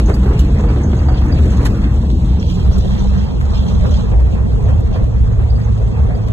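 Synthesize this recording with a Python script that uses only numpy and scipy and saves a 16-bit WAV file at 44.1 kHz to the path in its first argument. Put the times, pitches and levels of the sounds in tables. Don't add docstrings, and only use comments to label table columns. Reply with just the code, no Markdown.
import sys
import numpy as np
from scipy import signal
from scipy.fft import rfft, irfft, next_fast_len
from scipy.io import wavfile
from scipy.ndimage import uniform_filter1d, minimum_filter1d

SR = 44100
rng = np.random.default_rng(int(sys.argv[2]) if len(sys.argv) > 2 else 0)


def convert_level_to_amplitude(level_db):
    exponent = np.asarray(level_db, float) / 20
    return 10 ** exponent


def unload_wav(signal):
    wavfile.write(
        sys.argv[1],
        SR,
        np.round(np.clip(np.atleast_2d(signal).T, -1, 1) * 32767).astype(np.int16),
    )


N = 278712
T = np.arange(N) / SR
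BURST_T = np.arange(SR // 8) / SR


def in_time(rows):
    s, *columns = np.transpose(rows)
    return [np.interp(T, s, c) for c in columns]


def at_hz(points, hz):
    table_hz, values = np.transpose(points)
    return np.interp(np.log(hz + 1), np.log(table_hz), values)


def rms_one(x):
    return x / np.sqrt(np.mean(x ** 2) + 1e-20)


def drift(rate):
    r = np.exp(-80 * np.pi * rate / SR)
    slow = signal.lfilter([1], [1, -2 * r, r * r], rng.standard_normal(N // 40 + 2002))[2000:]
    return np.interp(np.arange(N) / 40, np.arange(len(slow)), rms_one(slow))


def resonance(x, hz, width_hz):
    r = np.exp(-np.pi * width_hz / SR)
    zeros = np.array([1, 0, -1]) * (1 - r * r) / 2
    return signal.lfilter(zeros, [1, -2 * r * np.cos(2 * np.pi * hz / SR), r * r], x + 1e-18)


def turbulence(spectrum, shared_db, own_db, rate, count):
    size = next_fast_len(N)
    hz = np.fft.rfftfreq(size, 1 / SR)
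    low_hz, high_hz = spectrum[0][0], spectrum[-1][0]
    inside = (hz > low_hz) & (hz < high_hz)
    colour = rfft(rng.standard_normal(size)) * convert_level_to_amplitude(at_hz(spectrum, hz)) * inside
    place = np.interp(np.log(hz + 1), np.log([low_hz, high_hz]), [0, count - 1])
    together = shared_db * drift(rate)
    total = np.zeros(N)
    for k in range(count):
        band = irfft(colour * np.clip(1 - abs(place - k), 0, 1), size)[:N]
        total += band * convert_level_to_amplitude(together + own_db * drift(rate))
    return rms_one(total)


def evened(x, hold_s, share):
    hold = int(hold_s * SR)
    level = uniform_filter1d(uniform_filter1d(x ** 2, hold), hold)
    return rms_one(x / (level + 1e-3) ** (share / 2))


def bumps(s, height, half_s, clock):
    return sum(d * np.clip(1 - abs(clock - at) / max(h, .01), 0, 1) for at, d, h in zip(s, height, half_s))


def bursts(times, peaks_db, lengths_s, rise_s, squareness):
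    for s, db, length in zip(times, peaks_db, lengths_s):
        fall = np.exp(-(BURST_T / length) ** squareness)
        yield round(s * SR), convert_level_to_amplitude(db) * np.minimum(BURST_T / rise_s, 1) * fall


def burst_noise():
    return rng.standard_normal(SR // 8)


def add(out, at, sound):
    out[at:at + len(sound)] += sound[:N - at]


# f/Hz, level/dB (per Hz)
BOOM_COLOUR = [(45, -19), (54, -9.5), (59.5, -6), (63, -9), (66.5, -6.5), (73, -7.5), (88, -15.5),
               (100, -31)]
# t/s, f/Hz
BOOM_PITCH = [(0, 60.7), (.58, 62.06), (.74, 68.17), (1.23, 69.83), (1.62, 68.3), (1.76, 61.33),
              (2.02, 60.54), (2.11, 66), (2.83, 63.54), (3.2, 61.17), (3.7, 60.93), (4.25, 59.8),
              (4.6, 60.8), (5.0, 63.45), (5.25, 59.5), (5.8, 60), (6.32, 58.3)]
# t/s, shift/Hz, half length/s
BENDS = [
    (2.48, 7, .06),
    (2.966, -7, 0.097),
    (3.471, 10.5, 0.13),
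    (3.896, 8, .14),
    (4.124, -6, 0.091),
    (4.779, 14, .14),
    (6.022, 9.5, 0.078),
]
# t/s, level/dB, half length/s
SURGES = [(0.027, 6, 0.066), (0.13, 0, 0.043), (0.552, 3.5, 0.12), (0.767, -6.5, 0.08), (.9, -3, .06),
          (1.15, -1.5, 0.089), (1.45, 4.5, 0.12), (1.77, -8, 0.088), (2.087, -6.5, 0.047), (2.13, 7, 0.034),
          (2.213, -15, 0.013), (2.306, -3, 0.045), (2.422, -0.5, 0.062), (2.6, -5, 0.024),
          (2.695, 6.5, 0.053), (2.724, -18, 0.02), (2.81, 1, 0.026), (2.923, -18, 0.025),
          (3.04, -15.5, 0.052), (3.13, 3, 0.045), (3.244, 5.5, 0.11), (3.367, -1.5, 0.1),
          (3.54, 3.5, 0.078), (3.671, -10, 0.055), (3.824, 0.5, 0.089), (3.878, -1.5, 0.037),
          (3.892, -0.5, 0.052), (4.059, -7.5, 0.11), (4.19, 7, 0.12), (4.45, -1.5, .1), (4.7, -0.5, 0.09),
          (4.911, -4.5, 0.081), (5.109, -7.5, 0.11), (5.302, -2, 0.094), (5.542, -2, 0.061),
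          (5.798, -3.5, 0.11), (6.044, 5.5, 0.13), (6.096, -14, 0.054), (6.214, -19, 0.032)]
# t/s, flow level/dB, turbulence level/dB
AIRFLOW = [(0, -11.5, 0.5), (.45, -9, 1.5), (.8, -10.5, 2), (1.3, -11.5, 1), (1.65, -11.5, 2.5),
           (2.1, -9.5, -2.5), (2.5, -13.5, -3), (3.0, -12, 0.5), (3.5, -12, -2.5), (4.0, -10, 0),
           (4.4, -12.5, -0.5), (4.9, -12, -2), (5.4, -9.5, -1.5), (5.8, -14, -0.5), (6.1, -13.5, 1),
           (6.32, -14.5, 0)]


def cabin_boom():
    boom = evened(turbulence(BOOM_COLOUR, 0.024, 0.36, rate=5.5, count=2), hold_s=0.054, share=0.78)
    pitch_hz = in_time(BOOM_PITCH)[0] + bumps(*np.transpose(BENDS), T)
    clock = np.cumsum(pitch_hz / 63) % (N - 1)
    boom = np.interp(clock, np.arange(N), boom)
    locked = np.sin(2 * np.pi * np.cumsum(pitch_hz * (1 + 0.015 * drift(2.77))) / SR)
    level_db = in_time(AIRFLOW)[0] + bumps(*np.transpose(SURGES), T)
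    return convert_level_to_amplitude(level_db - 2.0) * rms_one(boom + 1.25 * locked)


# f/Hz, level/dB (per Hz)
RUMBLE_COLOUR = [(20, -22.5), (31, -7.5), (42, -3.5), (52, 0), (62, -8)]


def body_rumble():
    rumble = evened(turbulence(RUMBLE_COLOUR, 0.52, 0.18, rate=0.79, count=2), hold_s=0.43, share=0.27)
    return convert_level_to_amplitude(in_time(AIRFLOW)[0] - 8.5) * rumble


# f/Hz, level/dB (per Hz)
THROB_COLOUR = [(75, -8.5), (92, 1), (108, -2), (125, 2), (155, -6.5), (200, -3.5), (260, -11), (330, -13),
                (420, -44)]
# t/s, level/dB, half length/s, size (0 small - 1 large)
EDDIES = [(0, 4.5, 0.03, 0.096), (0.101, 8, 0.026, 0.15), (0.32, 2, 0.09, 0.16), (0.622, -1.5, 0.019, 0.1),
          (1.05, 0.5, 0.13, 0.61), (1.195, -1.5, 0.042, 1), (1.387, 2.5, 0.15, 0.53),
          (1.603, 3, 0.024, 0.081), (2.1, 0, 0.03, 0.18), (2.344, 1, 0.16, .05), (2.612, 1.5, 0.16, 0.61),
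          (2.696, 1, 0.14, 0.26), (2.781, 2, 0.073, 0.49), (3.033, -0.5, 0.17, 0.59),
          (3.153, 1, 0.043, 0.95), (3.183, 1.5, 0.034, 0.62), (3.522, 2.5, 0.13, 0.28),
          (3.701, 5, 0.1, 0.66), (3.858, 6.5, 0.046, 0.43), (4.02, 0.5, 0.11, 0.99),
          (4.138, 4, 0.032, 0.21), (4.517, 0, 0.1, 0.84), (4.692, 4, 0.18, 0.4),
          (4.819, -0.5, 0.045, 0.044), (4.977, 5, 0.12, 0.48), (5.096, -0.5, 0.14, 0.23),
          (5.5, -2, 0.093, 0.98), (5.697, 1, 0.057, 0.8), (5.79, -1, 0.12, 0.54),
          (6.223, -2.5, 0.074, 0.46)]


def wind_throb():
    throb = evened(turbulence(THROB_COLOUR, 0.57, 0.95, rate=8.1, count=5), hold_s=0.089, share=0.6)
    s, db, half_s, size = np.transpose(EDDIES)
    last_end = PULLS[-1][1]
    pulling = np.interp(T, [PULLS[0][0], PULLS[1][0], last_end, last_end + 0.12], [0, 1, 1, 0.76])
    level_db = -17.5 + 0.42 * in_time(AIRFLOW)[1] - 3 * pulling
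    return convert_level_to_amplitude(level_db + bumps(s, 2 * db * size, half_s, T)) * throb


# f/Hz, level/dB (per Hz)
BUFFET_COLOUR = [(280, -7.5), (370, 0.5), (460, 1.5), (560, -5), (800, -7), (1150, -12), (1500, -19),
                 (2000, -22), (2800, -25.5)]


def wind_buffeting():
    rough_db = in_time(AIRFLOW)[1]
    buffet = evened(turbulence(BUFFET_COLOUR, 0.47, 2.81, rate=11.9, count=7), hold_s=0.15, share=0.74)
    edge = signal.sosfilt(signal.butter(2, 1400, "high", fs=SR, output="sos"), buffet)
    buffet = buffet + convert_level_to_amplitude(-6 + 2.5 * rough_db) * edge
    s, db, half_s, size = np.transpose(EDDIES)
    return convert_level_to_amplitude(-31 + 1.24 * rough_db + bumps(s, 2 * db * (1 - size), half_s, T)) * buffet


# f/Hz, level/dB (per Hz)
HISS_COLOUR = [(1500, -5.5), (2300, 1.5), (3300, 6.5), (4700, 2.5), (6300, -1.5), (8500, -4.5),
               (11500, -10.5), (11850, -13.5)]
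# t/s, level/dB
TYRES = [(0, -62.5), (.1, -63.5), (.25, -63.5), (1.2, -65.5), (1.5, -60), (1.79, -64), (2.2, -66),
         (2.5, -65.5), (2.8, -64.5), (3.05, -67), (3.22, -66.5), (4.07, -66), (4.17, -68), (6.32, -69.5)]


def tyre_hiss():
    hiss = turbulence(HISS_COLOUR, 0.7, 1.6, rate=16.0, count=8)
    grains = rng.random(N) < 60 / SR
    grit = grains * convert_level_to_amplitude(4.0 * np.minimum(rng.exponential(1, N), 2))
    crackle = 1 + 0.73 * signal.lfilter([1], [1, -.985], grit)
    return convert_level_to_amplitude(in_time(TYRES)[0] + 18.5) * hiss * rms_one(crackle)


# t/s, peak level/dB, f/Hz
TICKS = [(0.058, -31.5, 6364), (0.395, -26, 3010), (0.4823, -46, 6400), (0.5863, -40.5, 6500),
         (0.835, -31.5, 6390), (.915, -35.5, 3180), (0.9668, -37.5, 6500), (1.052, -43, 6600),
         (1.2824, -41, 6400), (1.515, -35, 6300), (1.571, -37, 6400), (2.396, -36, 5600),
         (2.468, -39, 5840), (2.502, -44, 6560), (2.538, -42, 7160), (2.722, -34, 5560),
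         (2.732, -31.5, 5600), (2.99, -34.5, 6000), (3.079, -39, 5500), (3.175, -40, 6060),
         (3.653, -43, 6058), (3.681, -35, 6050), (3.739, -39, 6200), (3.847, -53, 5930), (3.909, -35, 6020),
         (3.938, -41, 6600), (3.966, -40, 6572), (4.022, -44, 6390), (4.313, -46, 6980), (4.639, -44, 6400),
         (4.76, -48.5, 6700), (5.323, -44, 6510), (5.646, -44, 6290), (5.782, -53, 6280),
         (5.865, -50, 5996)]


def trim_ticks():
    out = np.zeros(N)
    s, db, tick_hz = np.transpose(TICKS)
    for hz, (at, shape) in zip(tick_hz, bursts(s, db, [.004] * len(s), 0.00074, 0.41)):
        ring = resonance(resonance(shape * burst_noise(), hz, 430), hz, 1300)
        add(out, at, convert_level_to_amplitude(17.0) * ring)
    return out


# t/s, peak level/dB, f/Hz
KNOCKS = [(0.085, -12, 407), (0.228, -15.5, 470), (0.258, -7, 406), (.307, -11, 378), (0.596, -9, 416),
          (0.637, -7.5, 472), (.701, -8.5, 418), (0.759, -7, 353), (.931, -10, 358), (1.085, -9.5, 743.6),
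          (1.326, -16, 455), (1.39, -11.5, 376), (1.655, -26, 1290), (2.028, -15, 364), (2.101, -18.5, 350),
          (2.222, -24, 467), (2.589, -16, 362), (2.698, -17, 685), (3.324, -26.5, 560),
          (3.591, -19.5, 397.4), (3.846, -14.5, 486), (3.918, -16, 590), (4.114, -17.5, 450),
          (4.349, -14.5, 380), (4.688, -13, 521), (4.831, -23.5, 470), (4.959, -15.5, 434),
          (5.391, -12, 370), (5.99, -15, 470), (6.103, -16, 724.4), (6.185, -16, 495)]


def panel_knocks():
    out = np.zeros(N)
    s, db, panel_hz = np.transpose(KNOCKS)
    for hz, (at, shape) in zip(panel_hz, bursts(s, db - 15.5, [.02] * len(s), .0015, 0.81)):
        noise = burst_noise()
        tone = np.sin(2 * np.pi * hz * BURST_T)
        rough = rms_one(resonance(resonance(noise, hz, 0.5 * hz), 1.5 * hz, 1100))
        crack = rms_one(resonance(resonance(noise[::-1], 900, 980), 980, 1800)) * np.exp(-BURST_T / .005)
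        add(out, at, shape * (1.88 * tone + 0.99 * rough + 0.58 * crack))
    return out


# t/s, peak level/dB, length/s, dulling/(dB per octave), lowest f/Hz
STONES = [(0.095, -24, 0.01, -7.5, 890), (0.141, -29, 0.017, -1.5, 3960), (0.231, -27, 0.016, -11.5, 910),
          (0.391, -17.5, 0.024, -6.5, 2700), (1.455, -29.5, 0.0098, -4, 1540),
          (1.6504, -23, 0.022, -2.5, 2530), (1.655, -14.5, 0.02, -9, 693), (1.673, -33.5, 0.053, -6, 2972),
          (2.1, -20, 0.0069, -19, 2220), (2.42, -45, 0.0059, -23, 902.4), (2.497, -24.5, 0.012, -12, 2220),
          (2.781, -20, 0.012, -9, 3400), (3.403, -32.5, 0.029, -7.5, 2000), (3.852, -28, 0.008, -22, 899),
          (4.686, -28.5, 0.026, -12, 900), (4.803, -37, 0.012, -4, 4000), (4.953, -37.5, 0.028, -9, 897)]


def stone_sprays():
    out = np.zeros(N)
    s, db, length_s, dulling_db, low_hz = np.transpose(STONES)
    hz = np.fft.rfftfreq(SR // 8, 1 / SR)
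    for k, (at, shape) in enumerate(bursts(s, db - 4, np.clip(length_s, .003, .05), .0006, 2.5)):
        tilt = convert_level_to_amplitude(dulling_db[k] * np.log2(hz / 4000 + 0.29))
        tilt = tilt / (1 + (low_hz[k] / (hz + 1)) ** 8)
        add(out, at, shape * irfft(rfft(burst_noise()) * tilt, SR // 8))
    return out


# t/s, peak level/dB
SQUEAKS = [(0.14, -30), (0.688, -38), (0.823, -48), (0.99, -38), (1.087, -33), (1.144, -34), (1.324, -27.5),
           (1.589, -49), (4.831, -45), (5.503, -33.5), (5.555, -37), (5.615, -40), (6.15, -39)]


def trim_squeaks():
    out = np.zeros(N)
    for at, shape in bursts(*np.transpose(SQUEAKS), [.011] * len(SQUEAKS), 0.00027, 1.0):
        hz = 4720 + 30 * rng.standard_normal()
        add(out, at, shape * np.sin(2 * np.pi * hz * BURST_T))
    return out


# t/s, level/dB, half length/s
FITS = [(0.75, 5, 0.083), (1.18, 15, 0.06), (2.308, 10.5, 0.052), (2.425, 12, 0.064), (2.512, 17, 0.078),
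        (2.613, 13, 0.074), (2.8, 16, 0.12), (2.915, 10, 0.075), (3.003, 15, 0.083), (3.174, 11, 0.11),
        (3.297, 9.5, 0.1), (3.558, 17.5, 0.083), (3.693, 17.5, 0.14), (3.85, 12, 0.046),
        (3.944, 18.5, 0.11), (4.398, -2.5, 0.059), (4.685, 4, 0.076), (4.941, 15.5, 0.036)]
# f/Hz, level/dB, t60/s
DASH = [(2427, -3.5, 0.076), (2752, 2, 0.042), (3080, -5, 0.049), (3154, 0.5, 0.065), (3300, 4.5, .04),
        (3575, 1.5, .06), (4060, -1.5, 0.042), (4290, -3, 0.042), (4540, -3, 0.057), (4650, 2, 0.033),
        (5230, -2, 0.02), (5240, 0.5, .04), (5980, -2, 0.044), (6900, -8, 0.017)]


def dashboard_chatter():
    clicks = rng.random(N) < 280 / SR
    clicks = clicks * convert_level_to_amplitude(-68 + bumps(*np.transpose(FITS), T))
    out = np.zeros(N)
    for hz, db, t60 in DASH:
        mode = resonance(clicks * rng.standard_normal(N), hz, 2.2 / t60)
        out += convert_level_to_amplitude(db) * mode * SR * t60 / 7
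    return out


# t/s, peak level/dB
FLICKS = [
    (1.841, -21.5),
    (1.88, -31),
    (2.101, -27),
    (2.427, -22),
    (2.484, -34),
    (2.908, -25),
    (3.412, -26),
    (6.075, -39),
]


def draught_flicks():
    out = np.zeros(N)
    for at, shape in bursts(*np.transpose(FLICKS), [.004] * len(FLICKS), 0.001, 2.5):
        puff = resonance(resonance(burst_noise(), 550, 900), 600, 2700)
        add(out, at, shape * rms_one(puff))
    return signal.sosfilt(signal.butter(4, 5000, fs=SR, output="sos"), out)


# t/s, third multiple of the firing rate f/Hz
REVS = [
    (2.1, 174),
    (2.52, 178),
    (2.8, 189),
    (3.18, 198),
    (3.5, 205),
    (3.9, 214),
    (4.12, 210),
]


def crank_turns():
    return np.cumsum(in_time(REVS)[0]) / 6 / SR


# start t/s, end t/s, drone level/dB and clatter level/dB at the start
PULLS = [
    (2.14, 2.5, -23.5, -54.5),
    (2.52, 3.19, -20.5, -49.5),
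    (3.5, 4.02, -24.5, -48),
]


def throttle(levels_db, gain_db_per_s):
    levels = []
    for (start, end, *_), db in zip(PULLS, levels_db):
        held = np.clip(T, start, end)
        levels.append(db + gain_db_per_s * (held - start) - 157 * abs(T - held))
    return np.max(levels, axis=0)


# multiple of crank speed, level/dB
ORDERS = [(1, -5.5), (2, -3.5), (4, -11.5), (6, 0.5), (7, -24.5)]
# t/s, level/dB
FIFTH = [(3.5, -32), (3.65, -25), (3.85, -21.5), (4.02, -21.5), (4.1, -39)]


def engine_drone(crank):
    drone = np.zeros(N)
    for k, db in ORDERS:
        drone += convert_level_to_amplitude(db + 1.0 * drift(1.5)) * np.sin(2 * np.pi * int(k) * crank + k)
    fifth = convert_level_to_amplitude(in_time(FIFTH)[0]) * np.sin(10 * np.pi * crank)
    level_db = throttle(np.transpose(PULLS)[2], 0.5)
    return 1.14 * (convert_level_to_amplitude(level_db) * drone + fifth)


# f/Hz, width/Hz, level/dB
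BLOCK = [(2510, 230, -6), (2980, 340, -14), (3370, 500, 15), (3600, 360, 19), (3930, 68, 28),
         (4150, 210, 10), (5220, 470, 9.5), (5270, 1800, -3.5), (7350, 1100, -23)]


def engine_clatter(crank):
    alternate_db = 2.3 * np.sign(crank % 1 - .5)
    gate = .5 + np.exp(-4.0 * (2 * crank % 1)) * convert_level_to_amplitude(alternate_db + 2.0 * drift(7.3))
    noise = rng.standard_normal(N) * gate
    clatter = rms_one(sum(convert_level_to_amplitude(db) * resonance(noise, hz, width) for hz, width, db in BLOCK))
    return convert_level_to_amplitude(throttle(np.transpose(PULLS)[3], 4.5)) * clatter


def engine():
    crank = crank_turns()
    pulling = abs(T - 3.06) < 1.06
    return pulling * (engine_drone(crank) + engine_clatter(crank))


# t/s, f/Hz, level/dB
CRUISE = [(4.0, 100.9, -32), (4.2, 102.5, -28.5), (4.53, 104, -21.5), (4.8, 106.1, -24.5), (5.1, 108, -21),
          (5.7, 108.2, -21.5), (6.25, 108.1, -20.5)]


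def driveline_hum():
    hum_hz, hum_db = in_time(CRUISE)
    return convert_level_to_amplitude(hum_db + 5.0) * np.sin(2 * np.pi * np.cumsum(hum_hz) / SR) * (T > CRUISE[0][0])


# f/Hz, phase spread/rad
SCATTER = [(40, 0.29), (62, 0.2), (90, 1.0), (130, 0.31), (220, .25), (400, 0.68), (500, 2.2), (1200, 3.0),
           (4000, 2.5), (9000, 16)]


def scene():
    airborne = cabin_boom() + body_rumble() + wind_throb() + wind_buffeting() + tyre_hiss()
    contacts = trim_ticks() + panel_knocks() + stone_sprays() + trim_squeaks() + dashboard_chatter()
    contacts = contacts + engine() + driveline_hum()
    padded = np.pad([airborne, contacts], [(0, 0), (0, 2048)], mode="reflect")
    hz, s, (steady, sudden) = signal.stft(padded, SR, nperseg=1024)
    spread = at_hz(SCATTER, hz)
    unsettled = 1 + (2.2 - 1) * np.outer(hz < 450, s < WIDENING[0][0])
    stirred = spread[:, None] * unsettled * rng.standard_normal(steady.shape)
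    wander = np.cumsum(rng.normal(0, .8, len(hz)) * (hz > 400))[:, None]
    made_up = convert_level_to_amplitude(3.2 * np.clip(spread / 2, 0, 1))[:, None]
    scattered = steady * made_up * np.exp(1j * stirred) + sudden * np.exp(1j * wander)
    return np.array([airborne + contacts, signal.istft(scattered, SR, nperseg=1024)[1][:N]])


# f/Hz, level/dB
NARROW = [(30, -25.5), (63, -24), (110, -34.5), (200, -40.5), (300, -72), (470, -9.5), (800, 0),
          (1500, -18), (2000, -2.5), (2500, 11), (2900, 0), (3300, 2.5), (4200, -4)]
# f/Hz, level/dB
WIDE = [(30, -6.5), (47, -7), (63, -14.5), (80, -14), (110, -17.5), (130, -7.5), (160, -0.5), (200, 2.5),
        (250, 9), (272, 19.5), (290, 30), (315, 18.5), (345, 5.5), (410, 0), (480, -5.5), (1400, 2),
        (1900, 4), (2300, 10), (3100, 1.5), (4200, 1)]
# f/Hz, phase/rad
NARROW_TURN = [(50, 5.5), (110, 4.7), (200, 4.3), (300, 4.0), (500, 3.6), (800, 2.2)]
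# f/Hz, phase/rad
WIDE_TURN = [(40, 1.55), (62, 1.85), (92, 3.2), (110, 4.1), (180, 4.6), (270, 4.5), (300, 1.7), (420, 1.5),
             (620, 3.5), (800, 2.2)]
# t/s, share wide
WIDENING = [(2.35, 0.63), (2.65, 0.9), (3.3, 0.98), (5.6, 1)]
# t/s, f/Hz
MONO_BELOW = [(.08, 340), (.15, 330), (.4, 216), (.8, 187), (1.2, 42), (1.45, 13)]
# f/Hz, share
LEFT_BIAS = [(300, 0.03), (500, .03), (1200, -.18), (2500, -.22), (4000, .01), (8000, .1)]
# t/s, level/dB, half length/s
STARVED = [
    (2.105, 17, .05),
    (2.16, 15, .05),
    (2.215, 22, .04),
    (2.458, 60, 0.045),
    (4.49, 19, 0.04),
]
STARVED_MOST_DB = 25


def port_image(dry):
    driven = 1.127 * np.tanh(dry / 0.98)
    padded = np.pad(driven, [(0, 0), (0, 4096)], mode="reflect")
    hz, s, (direct, scattered) = signal.stft(padded, SR, nperseg=2048)
    wide = np.clip(np.interp(s, *np.transpose(WIDENING)), 0, 1)
    lean_db = np.outer(at_hz(NARROW, hz), 1 - wide) + np.outer(at_hz(WIDE, hz), wide)
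    lean = np.arctan(convert_level_to_amplitude(lean_db))
    turned = np.interp(s, [WIDENING[0][0], WIDENING[1][0]], [0, 1])
    turn = np.outer(at_hz(NARROW_TURN, hz), 1 - turned) + np.outer(at_hz(WIDE_TURN, hz), turned)
    scattered = scattered * np.exp(1j * turn)
    comb = np.arctan(abs(np.tan(np.pi * (hz - 7200) / 4700)))
    treble = np.clip((hz - 4150) / 500, 0, 1)[:, None]
    lean = lean * (1 - treble) + np.clip(comb, .08, 1.3)[:, None] * treble
    lull = np.clip(bumps(*np.transpose(STARVED), s) / STARVED_MOST_DB * 2, 0, 1)
    lean = lean + .6 * (np.pi / 2 - lean) * np.outer((hz > 1080) & (hz < 2100), lull)
    mono_hz = np.interp(s, *np.transpose(MONO_BELOW))
    opened = np.clip((hz[:, None] / mono_hz - .85) * 4, 0, 1) ** 2
    mid = direct * np.cos(lean)
    side = (scattered * np.sin(lean) + mid * at_hz(LEFT_BIAS, hz)[:, None]) * opened
    both = np.array([mid, side]) * (hz < 12200)[:, None]
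    return signal.istft(both, SR, nperseg=2048)[1][:, :N]


# f/Hz, level/dB (signal over step)
RESOLUTION = [(400, 50), (900, 24), (1400, 14), (2600, 12), (4700, 9), (6900, 4), (9600, 0), (11000, -2)]


def mid_side_rounding(pair):
    frame, grid, band = 1024, 907, 16
    n, k = np.arange(2 * frame), np.arange(frame)
    window = signal.windows.kaiser_bessel_derived(2 * frame, 4 * np.pi)
    basis = np.cos(np.pi / frame * np.outer(n + .5 + frame / 2, k + .5))
    basis = basis * window[:, None] * np.sqrt(2 / frame)
    padded = np.pad(pair, [(0, 0), (2 * frame - grid, 3 * frame)], mode="reflect")
    blocks = padded[:, :padded.shape[1] // frame * frame].reshape(2, -1, frame)
    lines = np.concatenate([blocks[:, :-1], blocks[:, 1:]], axis=2) @ basis
    power = (lines ** 2).sum(axis=0).reshape(-1, frame // band, band).mean(axis=2)
    mood = uniform_filter1d(rng.standard_normal((2, *power.shape)), size=3, axis=1)
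    hz = (np.arange(frame // band) + .5) * SR / 128
    s = (np.arange(len(power)) * frame + grid - frame) / SR
    starved_db = np.minimum(bumps(*np.transpose(STARVED), s), STARVED_MOST_DB)[:, None]
    starved_db = starved_db * (1. * (hz > 980) - .4 * (hz > 1450) - .3 * (hz > 1950)) * (hz < 2300)
    mid_db = 11 * (hz > 1950) - 2 * (hz > 3000) + 4 * (hz > 4600) - 3 * (hz > 5200)
    mid_db = (mid_db + starved_db) * (hz < 5600) + 9 * (hz > 8700) * (hz < 10700)
    side_db = 0 * mid_db + 3 * (hz > 5600) + 4 * (hz > 6300) - 9 * (hz > 8200)
    step_db = 8 * mood - at_hz(RESOLUTION, hz) + np.array([mid_db, side_db]) + 3
    power = uniform_filter1d(minimum_filter1d(power, size=3, axis=0), size=3, axis=1)
    step = np.repeat(np.sqrt(power) * convert_level_to_amplitude(step_db) + 1e-12, band, axis=2)
    halves = (np.sign(lines) * np.floor(abs(lines) / step + .4054) * step) @ basis.T
    joined = halves[:, :-1, frame:] + halves[:, 1:, :frame]
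    return joined.reshape(2, -1)[:, frame - grid:][:, :N]


def top_cut(x):
    return signal.sosfilt(signal.butter(12, 12970, fs=SR, output="sos"), x)


def record(dry):
    mid, side = port_image(dry)
    side = side + draught_flicks()
    stereo = np.array([mid + side, mid - side])
    left, right = stereo / (1 + (stereo / .97) ** 8) ** .125
    mid, side = mid_side_rounding(np.array([left + right, left - right]) / 2)
    return top_cut(np.array([mid + side, mid - side]))


dry = scene()
out = record(dry)
unload_wav(out)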